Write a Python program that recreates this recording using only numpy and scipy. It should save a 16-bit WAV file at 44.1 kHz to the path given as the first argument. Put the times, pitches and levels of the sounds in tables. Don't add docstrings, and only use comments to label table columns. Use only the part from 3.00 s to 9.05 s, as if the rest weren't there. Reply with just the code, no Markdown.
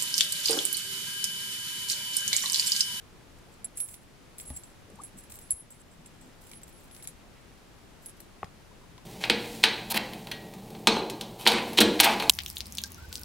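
import sys
import numpy as np
from scipy import signal
from scipy.fft import rfft, irfft, next_fast_len
from scipy.io import wavfile
from scipy.ndimage import uniform_filter1d

SR = 44100
rng = np.random.default_rng(int(sys.argv[2]) if len(sys.argv) > 2 else 0)


def wav_out(sig):
    wavfile.write(sys.argv[1], SR, np.round(np.clip(np.atleast_2d(sig).T, -1, 1) * 32767).astype(np.int16))


def volts_from_decibels(level):
    exponent = np.asarray(level, float) / 20
    return 10 ** exponent


N = 266893
EDGE_HZ = 15850

# start in seconds, level of each of the three key modes
# in dB, damping in dB per second (below zero the ring grows).
BLOWS = [(0.6445, -33, -53, -28, 700), (0.7729, -36, -33, -49, 330), (0.8026, -41, -24.5, -46, 200),
         (0.822, -45, -30.5, -50, 20), (0.8863, -45, -59, -46, 150), (0.91, -49, -49, -58, 140),
         (0.936, -48, -45, -54, 570), (0.952, -54.5, -62.5, -51.5, 352), (1.3837, -39, -37.5, -50, 914),
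         (1.409, -40, -42, -52, 780), (1.4532, -52, -50.5, -56, -250), (1.477, -45.5, -44, -51, -40),
         (1.564, -36.5, -48, -57, -700), (1.5705, -32.5, -48, -56, 1400), (2.0355, -44, -38.5, -61, 299),
         (2.341, -41, -58, -60, 1000), (2.39, -56, -61, -52, 590.5), (2.507, -24.5, -35, -15.5, 800.5),
         (2.5178, -33, -39, -21.5, 300), (2.522, -37, -27, -36, 620), (2.61, -60, -49, -52.5, 410),
         (2.7055, -43.5, -62, -60, 340), (2.746, -57, -58, -58, 294), (3.633, -39, -62, -64, 2000),
         (4.0736, -35, -42, -28.5, 3000), (4.078, -43.5, -50, -42.5, 700), (5.06, -43, -35, -55, 850),
         (5.2031, -69, -57, -58, 630)]


def evened(x):
    return x / np.sqrt(np.mean(x ** 2) + 1e-20)


def read(points, hz):
    f, value = np.transpose(points)
    return np.interp(np.log(hz + 1), np.log(f + 1), value)


def add(mix, s, sound):
    part = mix[:, round(s * SR):][:, :sound.shape[1]]
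    part += sound[:, :part.shape[1]]


def coloured(x, gain):
    size = x.shape[-1]
    fast = next_fast_len(size)
    return irfft(rfft(x, fast) * gain(np.fft.rfftfreq(fast, 1 / SR)), fast)[..., :size]


def hiss():
    # frequency in Hz, level in dB per Hz.
    hiss_colour = [(12, -32), (20, 4), (50, -1), (130, -1.5), (300, -6), (825, -12), (3000, -18.5),
                   (7730, -25), (10500, -28.5), (15200, -33.5), (15800, -40)]
    # frequency in Hz, left over right in dB.
    hiss_balance = [(60, 2.5), (1000, 2), (8000, -0.5)]
    hiss_db, whine_hz, whine_db = -55.5, 10840, -80
    side = np.array([[.5], [-.5]])
    noise = rng.standard_normal((3, N))
    shared = coloured(noise[2], lambda hz: 0.48 + .5 / (1 + hz / 700))

    def microphone(hz):
        return volts_from_decibels(read(hiss_colour, hz) + side * read(hiss_balance, hz)) * (hz < EDGE_HZ)

    noise = coloured(noise[:2] + shared, microphone)
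    waver_hz = 25 * evened(uniform_filter1d(rng.standard_normal(N), size=900))
    whine = volts_from_decibels(whine_db + 3.0) * np.sin(2 * np.pi * np.cumsum(whine_hz + waver_hz) / SR)
    return volts_from_decibels(hiss_db + 2.5) * evened(noise) + whine


def direction(t):
    # time in seconds, left over right in dB, left lag in microseconds.
    swing = [(0.645, -4, 93), (0.775, -1, 107), (0.805, -7, 61), (0.9, -7, 91), (1.385, 0, 98),
             (1.46, -1, 84), (2.036, -4, 76), (2.2, -3, 79), (2.508, -1.5, 84), (2.56, 5, 93),
             (2.71, -2, 82), (3.54, -4, 82), (3.75, 2, 73), (3.92, 4, 69), (4.03, 0, 80), (4.075, 2, 68),
             (5.062, -2, 73), (5.203, 4, 66)]
    s, pan_db, lag = np.transpose(swing)
    half_db = np.interp(t, s, pan_db) / 2
    return volts_from_decibels(np.array([half_db, -half_db])), np.interp(t, s, lag) * 1e-6


def contacts():
    # start in seconds, low mode in dB, high mode in dB, damping in dB per second.
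    grazes = [(0.385, -56, -69, 1500), (0.542, -65, -73, 500), (0.659, -59, -52, 600),
              (0.846, -43, -34, 600), (1.014, -58, -64, 400), (1.438, -55, -59, 860),
              (1.502, -57, -44, 250), (1.596, -62, -53, 300), (1.636, -39.5, -62, 1260),
              (1.647, -58, -59, 158), (2.059, -53, -48.5, 420), (2.237, -58, -54, 450),
              (2.356, -52, -59, 100), (2.426, -57, -51.5, 146), (2.913, -54.5, -69, 330),
              (3.06, -42, -51.5, 1043), (3.209, -57, -77, 148), (3.464, -57, -59, 225),
              (3.515, -56, -56, 100), (3.534, -53, -49, 340), (3.576, -64, -52, 730),
              (3.789, -59, -72, 120), (3.889, -63, -73, 717), (3.912, -60, -51, 90),
              (3.943, -65, -49.5, 350), (4.007, -60, -52, 900), (4.045, -63, -50, 500),
              (4.086, -55, -44, 350), (4.095, -69, -49.5, 720), (5.074, -58, -46, 150),
              (5.095, -62, -49, 600)]
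    # start in seconds, low mode in dB, high mode in dB.
    holds = [(0.785, -46, -38), (1.525, -56, -49.5), (1.538, -48, -49.5), (1.581, -52, -49.5),
             (2.011, -51, -60), (2.191, -53, -56), (2.298, -50, -68), (2.32, -45, -66), (2.413, -52.5, -62),
             (2.554, -54, -42.5), (3.417, -61, -73), (3.552, -71, -49), (3.656, -67, -72),
             (3.727, -69, -59.5), (3.964, -59, -58), (4.026, -47, -48.5), (5.021, -62, -66)]
    # start in seconds, low mode in dB, high mode in dB.
    swells = [(0.519, -62, -83), (0.755, -62, -55), (1.395, -45, -57), (2.171, -52, -63.5),
              (2.211, -65.5, -66), (2.325, -69, -75), (2.586, -74, -46), (2.794, -58, -66)]
    stills = [
        0,
        2.818,
        4.119,
        5.116,
        5.228,
    ]
    hold_db_per_s, swell_db_per_s = 43, 296
    twin_db = -15.5
    light = grazes + [(*r, -hold_db_per_s) for r in holds] + [(*r, -swell_db_per_s) for r in swells]
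    rows = BLOWS + [(s, low, high, high + twin_db, damp) for s, low, high, damp in light]
    return np.array(sorted(rows + [(s, -90, -90, -90, 0) for s in stills]))


def ring_levels(t):
    rows = contacts()
    now = np.clip(np.searchsorted(rows[:, 0], t) - 1, 0, None)
    db = rows[now, 1:4].T - rows[now, 4] * (t - rows[now, 0])
    return np.sqrt(np.maximum(volts_from_decibels(2 * db) - volts_from_decibels(2 * -77), 0)), now


def rings():
    key_modes = [7635, 10605, 10725]
    flutter_samples = (170, 300, 300)
    t, starts = np.arange(N) / SR, contacts()[:, 0]
    levels, now = ring_levels(t)
    before, after = (ring_levels(starts + gap)[0].sum(0) for gap in (-1e-4, 1e-4))
    hard = np.isin(starts, [blow[0] for blow in BLOWS])
    raised = after > np.where(hard, 1.3, 3.5) * before
    struck = np.maximum.accumulate(np.where(raised, starts, 0))[now]
    gains, lag = direction(t)
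    out = np.zeros((2, N))
    for k, (hz, rough, span) in enumerate(zip(key_modes, (.75, .12, .15), flutter_samples)):
        rough = rough * (1 - np.exp(-(t - starts[now]) / 0.0085))
        flutter = []
        for noise in rng.standard_normal((2, N)):
            smooth = uniform_filter1d(uniform_filter1d(noise, size=span), size=span)
            flutter.append(evened(smooth))
        release = signal.lfilter([.012], [1, -.988], levels[k])
        level = np.maximum(uniform_filter1d(levels[k], size=13), release)
        level = level * (1 + rough * flutter[0]) / np.sqrt(1 + rough ** 2)
        shake = shake if k == 2 else flutter[1]
        turn = 2 * np.pi * hz * (t - struck) + (1.3 if k == 0 else 0.68) * shake
        if k == 0:
            out += level * np.sin([turn + 2.23, turn])
        else:
            out += level * gains * np.sin([turn - 2 * np.pi * hz * lag, turn])
    return coloured(out, lambda hz: (hz < EDGE_HZ) / (1 + (4000 / (hz + 1)) ** 4))


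def scrape():
    power = (ring_levels(np.arange(N) / SR)[0] ** 2 * [[2.5], [.05], [.3]]).sum(0)
    keep = np.exp(-1 / (0.0046 * SR))
    slide = signal.lfilter([1 - keep], [1, -keep], power ** 0.27)
    clicks = (rng.random(N) < 1500 / SR) * volts_from_decibels(5.0 * np.minimum(rng.exponential(1, N), 3.5))
    grit = 0.29 + signal.lfilter([1], [1, -.93], clicks)
    grains = rng.standard_normal((2, N)) * grit / grit.mean() * slide
    colour = [(1600, -9), (2350, 2.0), (3300, -18), (5000, -7.0), (7700, 4.0), (9500, -2.0),
              (13500, -3.5), (15800, -6.0)]
    spread = grains + 0.19 * grains[::-1]
    return volts_from_decibels(-37.5) * coloured(spread, lambda hz: volts_from_decibels(read(colour, hz)) * (hz < EDGE_HZ))


def hand(hz):
    palm_share, palm_s = 0.2, 0.000534
    return 1 + palm_share * np.exp(-2j * np.pi * hz * palm_s) / (1 + (hz / 7000) ** 4)


def ticks():
    # frequency in Hz, level in dB, t60 in seconds.
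    small_modes = [(7160, -25.5, 0.064), (8530, -7, 0.0052), (9000, -28.5, 0.027), (9150, -23, 0.045),
                   (10600, -13.5, 0.03), (11400, -21, .04), (14500, -30, .015)]
    # start in seconds, peak in dB, top band over middle band in dB, low band in dB.
    cracks = [(0.645, -40, 3, -2), (0.65, -43.5, -5, 0), (0.7677, -42, -3, -19), (0.7738, -26, -3, -20),
              (0.7749, -37, -5, -18), (0.7773, -35, -5, -29), (0.7788, -32, -7, -18), (0.78, -28, -7, -15),
              (0.787, -33, -8, -13), (0.8029, -24, -4, -15.5), (0.8053, -29, -10, -17),
              (0.807, -36, -5, -5), (0.8603, -44, -11, -14), (0.8872, -31.5, -12, -16),
              (0.9277, -43, -1, -10), (0.9423, -30, 2, -9), (1.383, -40.5, 7, -5), (1.3905, -39, 12, -3),
              (1.4, -33, 10, 0), (1.5638, -33, -6, -16), (2.0196, -40, -26, -11), (2.1847, -40, -9, -13),
              (2.3198, -41, -6, -7), (2.3214, -41, -7, 0), (2.3224, -38, -5, -7), (2.357, -35.5, 4, -11),
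              (2.3895, -36, -1, -11), (2.5073, -22.5, -4, -14), (2.5177, -28, -4, -22),
              (2.5213, -40, -9, -12), (2.7056, -36, -8, -18), (3.5155, -36, -4, -3), (3.535, -46.5, 8, 7.5),
              (3.6337, -39.5, -1, -9), (4.0535, -50, 14, 9.5), (4.0741, -28.5, -8, -4.5),
              (5.06, -34, 2, -11), (5.0632, -46, -8, -5), (5.0652, -48, -8, -5), (5.2033, -36, 5, -10),
              (5.205, -38, 1, -11), (5.4445, -47.5, -11, 7), (5.98, -57, 2, 12)]
    # start in seconds, peak in dB.
    wire_ticks = [(0.386, -57), (0.937, -50), (0.9458, -40), (0.9495, -54), (1.0337, -59), (1.4925, -50),
                  (1.3955, -54), (1.4089, -46), (1.4388, -47), (1.4533, -46), (1.5095, -48), (2.2383, -43),
                  (2.3413, -41), (2.4139, -49), (2.5039, -37), (3.4184, -47), (3.47, -45), (3.617, -46),
                  (3.69, -54), (3.727, -54), (3.8356, -53), (4.0255, -39), (4.108, -52), (5.1022, -48),
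                  (5.1685, -56), (5.172, -55)]
    flat_ticks = [(0.8905, -34), (1.5698, -42), (1.5722, -39), (1.5752, -44), (1.901, -48), (1.9569, -46),
                  (2.0358, -40), (2.177, -48), (2.1881, -43), (2.1925, -47), (2.2986, -45), (2.3036, -40),
                  (2.326, -49), (2.8012, -50), (3.0614, -42), (3.2138, -46), (3.4948, -43), (3.68, -41),
                  (4.0768, -38), (5.087, -46), (5.0961, -42), (5.2177, -49), (5.228, -54)]
    shank_ticks = [(1.5029, -45), (1.6362, -48), (3.9128, -50), (3.9485, -44.5), (3.9652, -43.5),
                   (4.046, -42), (4.0873, -47)]
    # top band over middle band in dB, low band in dB.
    wire = (5.6, -4)
    flat = (-15, -8.5)
    shank = (-1, 1.4)
    out, t = np.zeros((2, N)), np.arange(2048) / SR
    light = []
    for rows, part in ((wire_ticks, wire), (flat_ticks, flat), (shank_ticks, shank)):
        light += [(*row, *part) for row in rows]
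    for s, db, top_db, low_db in cracks + light:
        noise = rng.standard_normal((3, len(t)))
        chance = rng.standard_normal((len(small_modes), 2))
        middle_db = -10 * np.log10(1 + volts_from_decibels(2 * top_db))
        edge_db = middle_db + top_db - 12 + .6 * min(db + 41, 0)
        shape = [(1200, low_db - 15.0), (2200, low_db + 4.0), (4800, low_db + 1.5), (8800, middle_db),
                 (13500, middle_db + top_db), (16500, edge_db), (16800, -71)]
        hard_db = .3 * (db + 38)
        crack = volts_from_decibels(9.0 + hard_db) * (t == 0) + volts_from_decibels(-2.0) * noise[0] * volts_from_decibels(-60 * t / 0.0023)
        fizz = np.gradient(.5 * noise[0] + 1.14 * noise[1:], axis=1)
        tail = volts_from_decibels(-8.0 - hard_db - 60 * t / 0.031) * fizz
        crack = crack + coloured(tail, lambda hz: hz < EDGE_HZ)
        side = 0
        for (f, d, t60), (a, b) in zip(small_modes, chance):
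            side = side + volts_from_decibels(d + 2.1 * a - 60 * t / t60) * np.sin(2 * np.pi * f * (1 + 0.0058 * b) * t)
        gains, lag = direction(s)
        delay = np.array([[lag], [0]]) + 64 / SR

        def path(hz):
            return volts_from_decibels(read(shape, hz)) * hand(hz) * np.exp(-2j * np.pi * hz * delay)

        add(out, s - 72 / SR, volts_from_decibels(db + 3.0) * gains[:, None] ** .5 * coloured(crack + side, path))
    return out


def rumble():
    # centre time in seconds, level in dB, centre frequency in Hz, length in seconds.
    cloth_swells = [(.65, -58, 173, 0.034), (1.912, -55.5, 406, 0.04), (2.031, -57, 272, 0.023),
                    (2.16, -55, 198, 0.041), (2.328, -55, 79, 0.046), (3.02, -57, 185, 0.061),
                    (3.247, -55, 249, 0.046), (3.579, -63, 214, 0.12), (1.982, -58.5, 101, 0.049),
                    (4.192, -69, 2310, 0.04), (4.37, -64, 2300, 0.026)]
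    out, t = np.zeros((2, N)), np.arange(16384) / SR - .18
    for s, db, centre_hz, length in cloth_swells:
        noise = rng.standard_normal(len(t))
        lump = coloured(noise, lambda hz: np.exp(-(np.log((hz + 1) / centre_hz) / 0.37) ** 2))
        add(out, s + t[0], volts_from_decibels(db) * evened(lump) * np.exp(-(t / length) ** 2) * np.ones((2, 1)))
    return out


def rattle():
    # start in seconds, length in seconds, level in dB.
    chatters = [(0.768, 0.049, -51), (0.808, 0.08, -56), (0.88, 0.075, -53.5), (1.38, .06, -55.5),
                (1.49, 0.027, -62), (1.56, 0.017, -56), (2.168, .04, -62), (2.297, .075, -57),
                (2.405, .02, -59), (3.408, 0.13, -65), (3.672, .03, -59.5), (3.798, 0.087, -67),
                (3.94, 0.053, -63), (4.025, .03, -61), (5.02, 0.044, -65), (5.08, 0.021, -61)]
    t = np.arange(N) / SR
    busy = sum(volts_from_decibels(db) * ((t > s) & (t < s + length)) for s, length, db in chatters)
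    clicks = (rng.random(N) < 900 / SR) * volts_from_decibels(4.5 * np.minimum(rng.exponential(1, N), 3.5))
    grit = 0.36 + signal.lfilter([1], [1, -.95], clicks)
    left, right, both = rng.standard_normal((3, N))
    colour = [(3000, -21), (6000, -11), (8500, -1.5), (12000, -1.5), (15500, -1.5)]  # Hz, dB
    grains = grit * (both + np.array([left, right]))
    grains = coloured(grains, lambda hz: volts_from_decibels(read(colour, hz)) * (hz < EDGE_HZ))
    return uniform_filter1d(busy, size=250) * evened(grains)


def knocks():
    # start in seconds, peak in dB, frequency in Hz (below zero it pulls inward first),
    # t60 in seconds, rise in seconds.
    lone_rings = [(1.483, -36, -68, 0.073, 0.0035), (1.509, -41.5, 140, 0.074, 0.0017),
                  (1.935, -36.5, 191, 0.051, 0.002), (2.531, -31, 63, 0.057, 0.0022),
                  (.803, -56, 5578, .2, .0003), (1.572, -61, 12680, 0.36, .001),
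                  (2.512, -57, 2384, 0.091, .002), (4.0, -45, 2193, 0.021, 0.0005),
                  (3.516, -47.5, 2304, .025, 0.00046), (5.0602, -41, 4900, 0.005, 0.0001),
                  (5.064, -44, 6400, 0.008, 0.0002), (5.2036, -44, 4300, 0.006, 0.0001),
                  (5.4375, -23, -165, 0.025, 0.0032), (5.4442, -36, -1860, 0.0055, 0.00004),
                  (5.4442, -39, -153, 0.011, 0.0001)]
    # peak in dB, frequency in Hz
    # (signed as above), t60 in seconds, rise in seconds.
    bump = [(-32, -73, 0.15, 0.0016), (-39.5, -258, 0.083, 0.00073), (-41.5, -603, 0.041, 0.00064),
            (-46.5, -845, 0.077, 0.00082), (-50, -1180, 0.041, 0.00076), (-48, 1900, 0.015, 0.00033)]
    lock = [(-22, 835, 0.0175, 0.0003), (-19, 1115, 0.0125, 0.00011), (-16, 458, 0.014, 0.0017),
            (-28, 1740, 0.007, 0.00016), (-19, 2360, 0.0055, 0.00075), (-33, -90, 0.06, 0.003)]
    # start in seconds, peak in dB.
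    probes = [
        (5.712, -39),
        (5.812, -42),
        (5.836, -43),
        (5.98, -36),
    ]
    # frequency in Hz, t60 in seconds, rise in seconds.
    probe = (1010, 0.027, 0.0018)
    bump_s, lock_s = 1.502, 5.4306
    out, t = np.zeros((2, N)), np.arange(8000) / SR
    struck = [(bump_s, *m) for m in bump] + [(lock_s, *m) for m in lock] + [(*p, *probe) for p in probes]
    for s, db, hz, t60, rise in lone_rings + struck:
        swell = 1 - np.exp(-(t / (2 * rise)) ** 2)
        ring = volts_from_decibels(db - 60 * t / t60) * swell * np.sin(2 * np.pi * hz * t)
        add(out, s, ring * volts_from_decibels(np.array([[.8], [-.8]])))
    return out


def squeak():
    # time in seconds, level in dB, frequency in Hz.
    glide = [
        (1.988, -48, 840),
        (1.992, -44, 900),
        (1.997, -46, 1070),
        (2.005, -39.5, 1190),
        (2.0095, -50, 1200),
        (2.0115, -52, 800),
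        (2.02, -56, 780),
        (2.029, -55, 720),
    ]
    s, db, hz = np.transpose(glide)
    t = np.arange(N) / SR
    slips = 1 + 0.028 * evened(uniform_filter1d(rng.standard_normal(N), size=90))
    turn = 2 * np.pi * np.cumsum(np.interp(t, s, hz) * slips) / SR
    tone = volts_from_decibels(np.interp(t, s, db, -120, -120)) * np.sin(turn)
    return tone * volts_from_decibels(np.array([[1.6], [-1.6]]))


def room(x):
    t = np.arange(6000) / SR
    sparse = rng.standard_normal((2, len(t))) * (rng.random((2, len(t))) < .05)
    taps = sparse * volts_from_decibels(-60 * t / 0.18) * (t > .003)
    taps = coloured(taps, lambda hz: hz < EDGE_HZ)
    return signal.fftconvolve(x, taps / np.linalg.norm(taps[0]), axes=1)[:, :N]


def scene():
    hits, thuds = ticks(), knocks()
    tail = volts_from_decibels(-11.5) * room(hits + 0.55 * thuds)
    keys = rings() + hits + scrape() + rattle()
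    return keys + thuds + tail + squeak() + rumble() + hiss()


def top_cut(x):
    return signal.sosfilt(signal.butter(12, 16680, fs=SR, output="sos"), x)


def record(dry):
    power_db = 10 * np.log10(abs(uniform_filter1d((dry ** 2).mean(0), size=2000)) + 1e-12)
    fall = np.arange(N) * 24.0 / SR
    over_db = np.maximum(np.maximum.accumulate(power_db + fall) - fall + 40.5, 0)
    late_db = np.roll(uniform_filter1d(over_db, size=1500), shift=1500)
    return top_cut(dry / volts_from_decibels(0.23 * late_db))


dry = scene()
out = record(dry)
wav_out(out)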